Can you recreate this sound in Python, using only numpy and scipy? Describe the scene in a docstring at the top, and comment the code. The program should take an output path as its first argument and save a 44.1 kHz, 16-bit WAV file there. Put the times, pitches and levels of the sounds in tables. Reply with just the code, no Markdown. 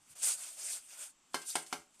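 """Bricklayer's trowel

A bricklayer scrapes gritty mortar with a steel trowel and taps a brick three times to bed it, scraping
on between the taps. Sand grains are random clicks, filtered to a bright hiss and a low rasp, that also
drive the blade's resonances. Each tap sums decaying modes of brick and blade with bursts of noise.
The half-built brick walls add a quick echo and a short noise-like tail; faint outdoor hiss and an insect
trill run beneath."""
import sys
import numpy as np
from scipy import signal
from scipy.fft import rfft, irfft
from scipy.io import wavfile

SR = 44100
rng = np.random.default_rng(int(sys.argv[2]) if len(sys.argv) > 2 else 0)


def wrap_up_sound(samples):
    """Save the sound to the file named by the first command line argument, as 16-bit audio."""
    columns = np.atleast_2d(samples).T
    # keep every value between -1 and 1, then stretch to whole-number steps
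    tamed = np.clip(columns, -1, 1)
    steps = np.round(tamed * 32767).astype(np.int16)
    wavfile.write(sys.argv[1], SR, steps)


N = 88200
T = np.arange(N) / SR  # time [s]
FREQUENCY = np.arange(N // 2 + 1) * SR / N + 1  # [Hz], raised by 1 Hz so that its logarithm exists


def undb(db):
    """Decibel scale: level to amplitude gain."""
    return 10 ** (np.asarray(db) / 20)


def fade(t60):
    """Exponential damping: the level falls 60 dB in t60 seconds."""
    return undb(-60 * T / t60)


def gains(points):
    """Frequency response: levels in dB joined by straight lines over log frequency."""
    hz, db = np.array(points, float).T
    return undb(np.interp(np.log(FREQUENCY), np.log(hz), db))


def colour(x, points):
    """Linear filtering: shape the spectrum, keeping the power of white noise."""
    response = gains(points)
    response = response / np.sqrt(np.mean(response ** 2))
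    return irfft(rfft(x) * response, N)


def noise():
    """White noise: equal power at all frequencies, unit power in all."""
    return rng.standard_normal(N)


def delay(x, seconds):
    """Propagation delay: the same sound later."""
    return np.concatenate([np.zeros(int(seconds * SR)), x])[:N]


def walk(rate):
    """Random modulation: straight lines between independent values, rate of them a second."""
    return np.interp(T * rate, np.arange(N), noise())


def grit():
    """Shot noise: dense sand-grain clicks of random sign and uneven size, at unit power."""
    grains_per_s, spread_db = 9000, 1
    clicks = (rng.random(N) < grains_per_s / SR) * np.sign(noise())
    size = undb(spread_db * np.minimum(rng.exponential(size=N), 4))
    x = clicks * size
    return x / np.std(x)


def ring(modes):
    """Modal superposition: struck modes, each dying at its own rate."""
    total = np.zeros(N)
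    for hz, db, t60 in modes:
        sign = rng.choice([-1, 1])
        total += sign * undb(db) * fade(t60) * np.sin(2 * np.pi * hz * T)
    return total


def shimmer(x):
    """Moving contact: each half-octave band flickers on its own as the contact point shifts."""
    depth_db, values_per_s = 2.5, 45.12
    half_octave, spectrum = 2 * np.log2(FREQUENCY), rfft(x)
    total = np.zeros(N)
    for centre in range(10, 30):
        # overlapping triangular bands
        weight = np.maximum(1 - np.abs(half_octave - centre), 0)
        total += irfft(spectrum * weight, N) * undb(depth_db * walk(values_per_s))
    return total


def scraping():
    """Friction excitation: the juddering blade drags sand, which hisses, rasps and makes the steel sing."""
    # scraping strokes, one curve each: (time [s], grit hiss level [dB], low rasp level [dB])
    strokes = [
        [(0.0, -79, -98), (0.03, -72.5, -83), (0.085, -68.5, -72), (0.105, -58.5, -70), (0.135, -61, -66),
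         (0.152, -75, -93)],
        [(0.152, -60, -65), (0.162, -54, -62), (0.208, -50.5, -60), (0.232, -33.5, -49.5),
         (0.285, -32.5, -43.5), (0.328, -35.5, -49), (0.364, -50, -60), (0.43, -45.5, -56), (0.566, -53.5, -64)],
        [(0.566, -53.5, -60), (0.59, -48, -58.5), (0.63, -43.5, -54.5), (0.74, -41, -54.5),
         (0.768, -44.5, -53.5), (0.812, -59, -69.5), (0.885, -60.5, -68)],
        [(0.885, -59, -65.5), (0.91, -54, -59), (0.98, -54, -58.5), (1.034, -44.5, -52), (1.1, -59, -69.5),
         (1.118, -67.5, -91), (1.18, -112, -93)],
        [(1.38, -56, -72), (1.446, -59.5, -59.5), (1.466, -47, -72), (1.494, -39, -55), (1.525, -42.5, -61.5),
         (1.55, -50, -59), (1.63, -54, -66), (1.66, -67, -103)],
        [(1.66, -62, -75), (1.72, -58, -60.5), (1.8, -64.5, -101), (1.88, -84, -114), (1.945, -71.5, -99),
         (1.985, -71.5, -105), (2.0, -61, -64)],
    ]
    # colour of sand sliding on steel: (frequency [Hz], relative level [dB per Hz])
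    sand_colour = [(300, -70), (2000, -34), (3900, -10), (4500, -11.5), (6000, -6), (7700, -1.5), (8500, 3),
                   (9400, -1.5), (10500, -7), (12000, -14), (14300, -19.5)]
    # colour of mortar dragged over brick: (frequency [Hz], relative level [dB per Hz])
    rasp_colour = [(60, -22), (160, -23), (300, -19.5), (385, -2), (470, -9), (580, 2), (1050, -2.5),
                   (1450, 3.5), (1800, -2.5), (2600, 4.5), (3400, 2), (4000, -2.5), (6000, -7)]
    # colour of the fine grit that drives the blade: (frequency [Hz], relative level [dB per Hz])
    drive_colour = [(500, -38), (3500, -0.5), (14000, 2)]
    # high blade resonances, damped by mortar: (frequency [Hz], relative level [dB], t60 [s])
    sing_modes = [(4375, -4, 0.06), (4750, -2, 0.084), (5160, 3, 0.013), (6180, 3.5, 0.014),
                  (6660, -1.5, 0.11), (7440, -1.5, 0.11), (8700, -2, 0.012), (9000, -6.5, .025),
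                  (10260, -13.5, 0.034)]
    sing_db = -13
    judder_values_per_s, judder_db = 168.2, 0.4

    s, hiss_db, rasp_db = np.vstack(strokes).T
    s = np.maximum.accumulate(s)
    pressure = undb(np.interp(T, s, hiss_db))
    hiss = colour(grit(), sand_colour) * pressure
    rasp = colour(grit(), rasp_colour) * undb(np.interp(T, s, rasp_db))

    blade = ring(sing_modes)
    blade = blade / np.sqrt(np.sum(blade ** 2))
    drive = colour(grit(), drive_colour) * pressure
    sing = undb(sing_db) * signal.fftconvolve(drive, blade)[:N]

    judder = undb(judder_db * walk(judder_values_per_s))
    return shimmer(hiss + rasp + sing) * judder


def outdoors():
    """Ambient noise: a faint wavering hiss with a distant insect trill in the trees."""
    # outdoor background: (frequency [Hz], relative level [dB per Hz])
    air_colour = [(25, 3), (70, -8.5), (170, 0), (300, 4), (450, -7), (700, -2), (1100, 0.5), (1800, -6),
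                  (3000, -2.5), (4500, -7.5), (7700, -1.5), (10000, -14.5), (14000, -24)]
    # insect trill: (frequency [Hz], relative level [dB per Hz])
    insect_colour = [(6000, -51), (7300, -17), (7650, 1), (7850, -3.5), (8100, -16), (9500, -60)]
    air_db = -72 + walk(6.5)
    insects_db = -79.5 + 2 * walk(21)
    air = undb(air_db) * colour(noise(), air_colour)
    insects = undb(insects_db) * colour(noise(), insect_colour)
    return air + insects


def bumps():
    """Amplitude modulation: dull swells of low noise under bell-shaped envelopes."""
    # soft low bumps: (time of peak [s], level [dB], standard deviation of the bell [s])
    swells = [(0.027, -77.5, .02), (0.12, -73, 0.014), (0.27, -78, 0.065), (1.785, -72, 0.025)]
    # their colour: (frequency [Hz], relative level [dB per Hz])
    low_colour = [(30, -33), (60, 3), (90, -4.5), (150, 5.5), (200, -12), (280, -26), (800, -27)]
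    envelope = sum(undb(db) * np.exp(-((T - s) / length) ** 2 / 2) for s, db, length in swells)
    return colour(noise(), low_colour) * envelope


def touches():
    """Transient friction: small gritty ticks that decay after the blade grazes the mortar."""
    # light touches of the blade on grit: (time [s], level [dB])
    grazes = [(0.408, -59), (1.335, -52), (1.417, -46), (1.664, -50), (1.943, -65.5)]
    # their colour: (frequency [Hz], relative level [dB per Hz])
    tick_colour = [(500, -23), (1800, -5.5), (3000, 1.5), (6000, 1.5), (8500, 7), (13000, -16)]
    t60 = 0.1  # [s]
    total = np.zeros(N)
    for s, db in grazes:
        tick = colour(grit(), tick_colour) * fade(t60)
        total += delay(undb(db) * tick, s)
    return total


def tap(brick_db, favoured_hz, blade_db, zing_db, crack_db, length):
    """Impact excitation: a crack, the knock coloured by the spot struck, the blade's ring and edge's zing."""
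    # brick on its mortar bed: (frequency [Hz], level before the favouring [dB], t60 [s])
    brick_modes = [(163.3, -23, 0.26), (262.6, -7.5, 0.075), (343.3, -5.5, 0.067), (422, -15.5, 0.2),
                   (577, -17, 0.22), (746, -5.5, 0.058), (833, -9.5, 0.073), (949, -1, 0.029),
                   (1024, -6.5, 0.045), (1114, -2, 0.026), (1370, 1, 0.03), (1430, -3.5, 0.034)]
    # steel blade: (frequency [Hz], relative level [dB], t60 before the length factor [s])
    blade_modes = [(1572, -3.5, 0.32), (1614, -5, 0.17), (1658, -0.5, 0.11), (2105, -3, .15),
                   (2662, -6, 0.17), (3062, 7, 0.058), (4250, 1.5, 0.077), (4290, -2, 0.11),
                   (4985, -2, 0.067), (5560, 4, 0.034), (5980, -27, .12), (6360, -8, .08)]
    # short bright zing of the blade's edge: (frequency [Hz], relative level [dB per Hz])
    zing_colour = [(6500, -31), (7700, -10.5), (8300, -10), (8620, 9.5), (9000, -3), (9700, -11),
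                   (11500, -36)]
    # crack of the contact: (frequency [Hz], relative level [dB per Hz])
    crack_colour = [(40, -14), (130, -36), (260, 2), (500, 1), (950, -3), (1400, -2.5), (1800, -2.5),
                    (2200, 6.5), (2600, -0.5), (3300, 0), (3800, 0.5), (5400, 1), (7500, -2), (9500, -2.5),
                    (12000, -12), (14500, -12.5)]
    favour_db, favour_octaves = 6.5, 0.33
    zing_t60, crack_t60, crack_tail_t60 = 0.042, 0.074, 0.15  # [s]
    crack_tail_db = -7
    contact_s = 0.00082  # time over which the blade bites into the brick
    low_cut_hz = 173

    favoured_modes = []
    for hz, db, t60 in brick_modes:
        octaves_away = np.log2(hz / favoured_hz)
        boost_db = favour_db * np.exp(-(octaves_away / favour_octaves) ** 2)
        favoured_modes.append((hz, db + boost_db, t60))
    brick = ring(favoured_modes)
    blade = ring([(hz, db, t60 * length) for hz, db, t60 in blade_modes])
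    zing = colour(noise(), zing_colour) * fade(zing_t60)
    crack_decay = fade(crack_t60) + undb(crack_tail_db) * fade(crack_tail_t60)
    crack = colour(noise(), crack_colour) * crack_decay

    blow = undb(brick_db) * brick + undb(blade_db) * blade
    blow += undb(zing_db) * zing + undb(crack_db) * crack
    blow = blow * np.minimum(T / contact_s, 1)
    low_cut = signal.butter(2, low_cut_hz, "high", fs=SR, output="sos")
    return signal.sosfilt(low_cut, blow)


def echo(x):
    """Specular reflection: one quick, weaker copy from the brick walls."""
    return undb(-14.5) * delay(x, 0.011)


def walls(x):
    """Diffuse reverberation: convolution with decaying noise gives the walls' short tail."""
    level_db, t60, gap_s = -8.5, 0.25, 0.006
    tail = delay(noise() * fade(t60), gap_s)
    tail = tail / np.sqrt(np.sum(tail ** 2))
    return undb(level_db) * signal.fftconvolve(x, tail)[:N]


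def diffuse(taps):
    """Incoherent field: grit, background and wall tail, drawn afresh at every call."""
    return scraping() + outdoors() + touches() + walls(taps)


def scene():
    """Mid-side stereo: taps, echo and bumps sit in the centre; mainly the diffuse treble spreads wide."""
    # taps on the brick: (time [s], brick level [dB], favoured pitch [Hz], blade ring level [dB],
    # edge zing level [dB], crack level [dB], blade ring length [factor])
    blows = [(1.3435, -34, 950, -41.5, -37, -36.5, 0.96), (1.5540, -32.5, 750, -43, -22, -33.5, 0.67),
             (1.7265, -34.5, 730, -46, -47, -38, 0.53)]
    # stereo width: (frequency [Hz], side minus mid level of the diffuse part [dB])
    width = [(100, -67), (3700, -53), (4300, -47), (6200, -12.5), (9000, -5), (14000, -4.5)]
    taps = sum(delay(tap(*settings), s) for s, *settings in blows)
    mid = taps + echo(taps) + bumps() + diffuse(taps)
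    side = irfft(rfft(diffuse(taps)) * gains(width), N)
    return np.array([mid + side, mid - side])


def record(dry):
    """Microphone response: a narrow dip in the treble, then a steep low-pass that cuts the top."""
    notch_hz, notch_q, top_hz = 3960, 26.6, 14300
    b, a = signal.iirnotch(notch_hz, notch_q, fs=SR)
    dipped = signal.lfilter(b, a, dry)
    # tenth order, 0.2 dB passband ripple, 70 dB stopband attenuation
    low_pass = signal.ellip(10, 0.2, 70, top_hz, fs=SR, output="sos")
    return signal.sosfilt(low_pass, dipped)


dry = scene()
out = record(dry)
wrap_up_sound(out)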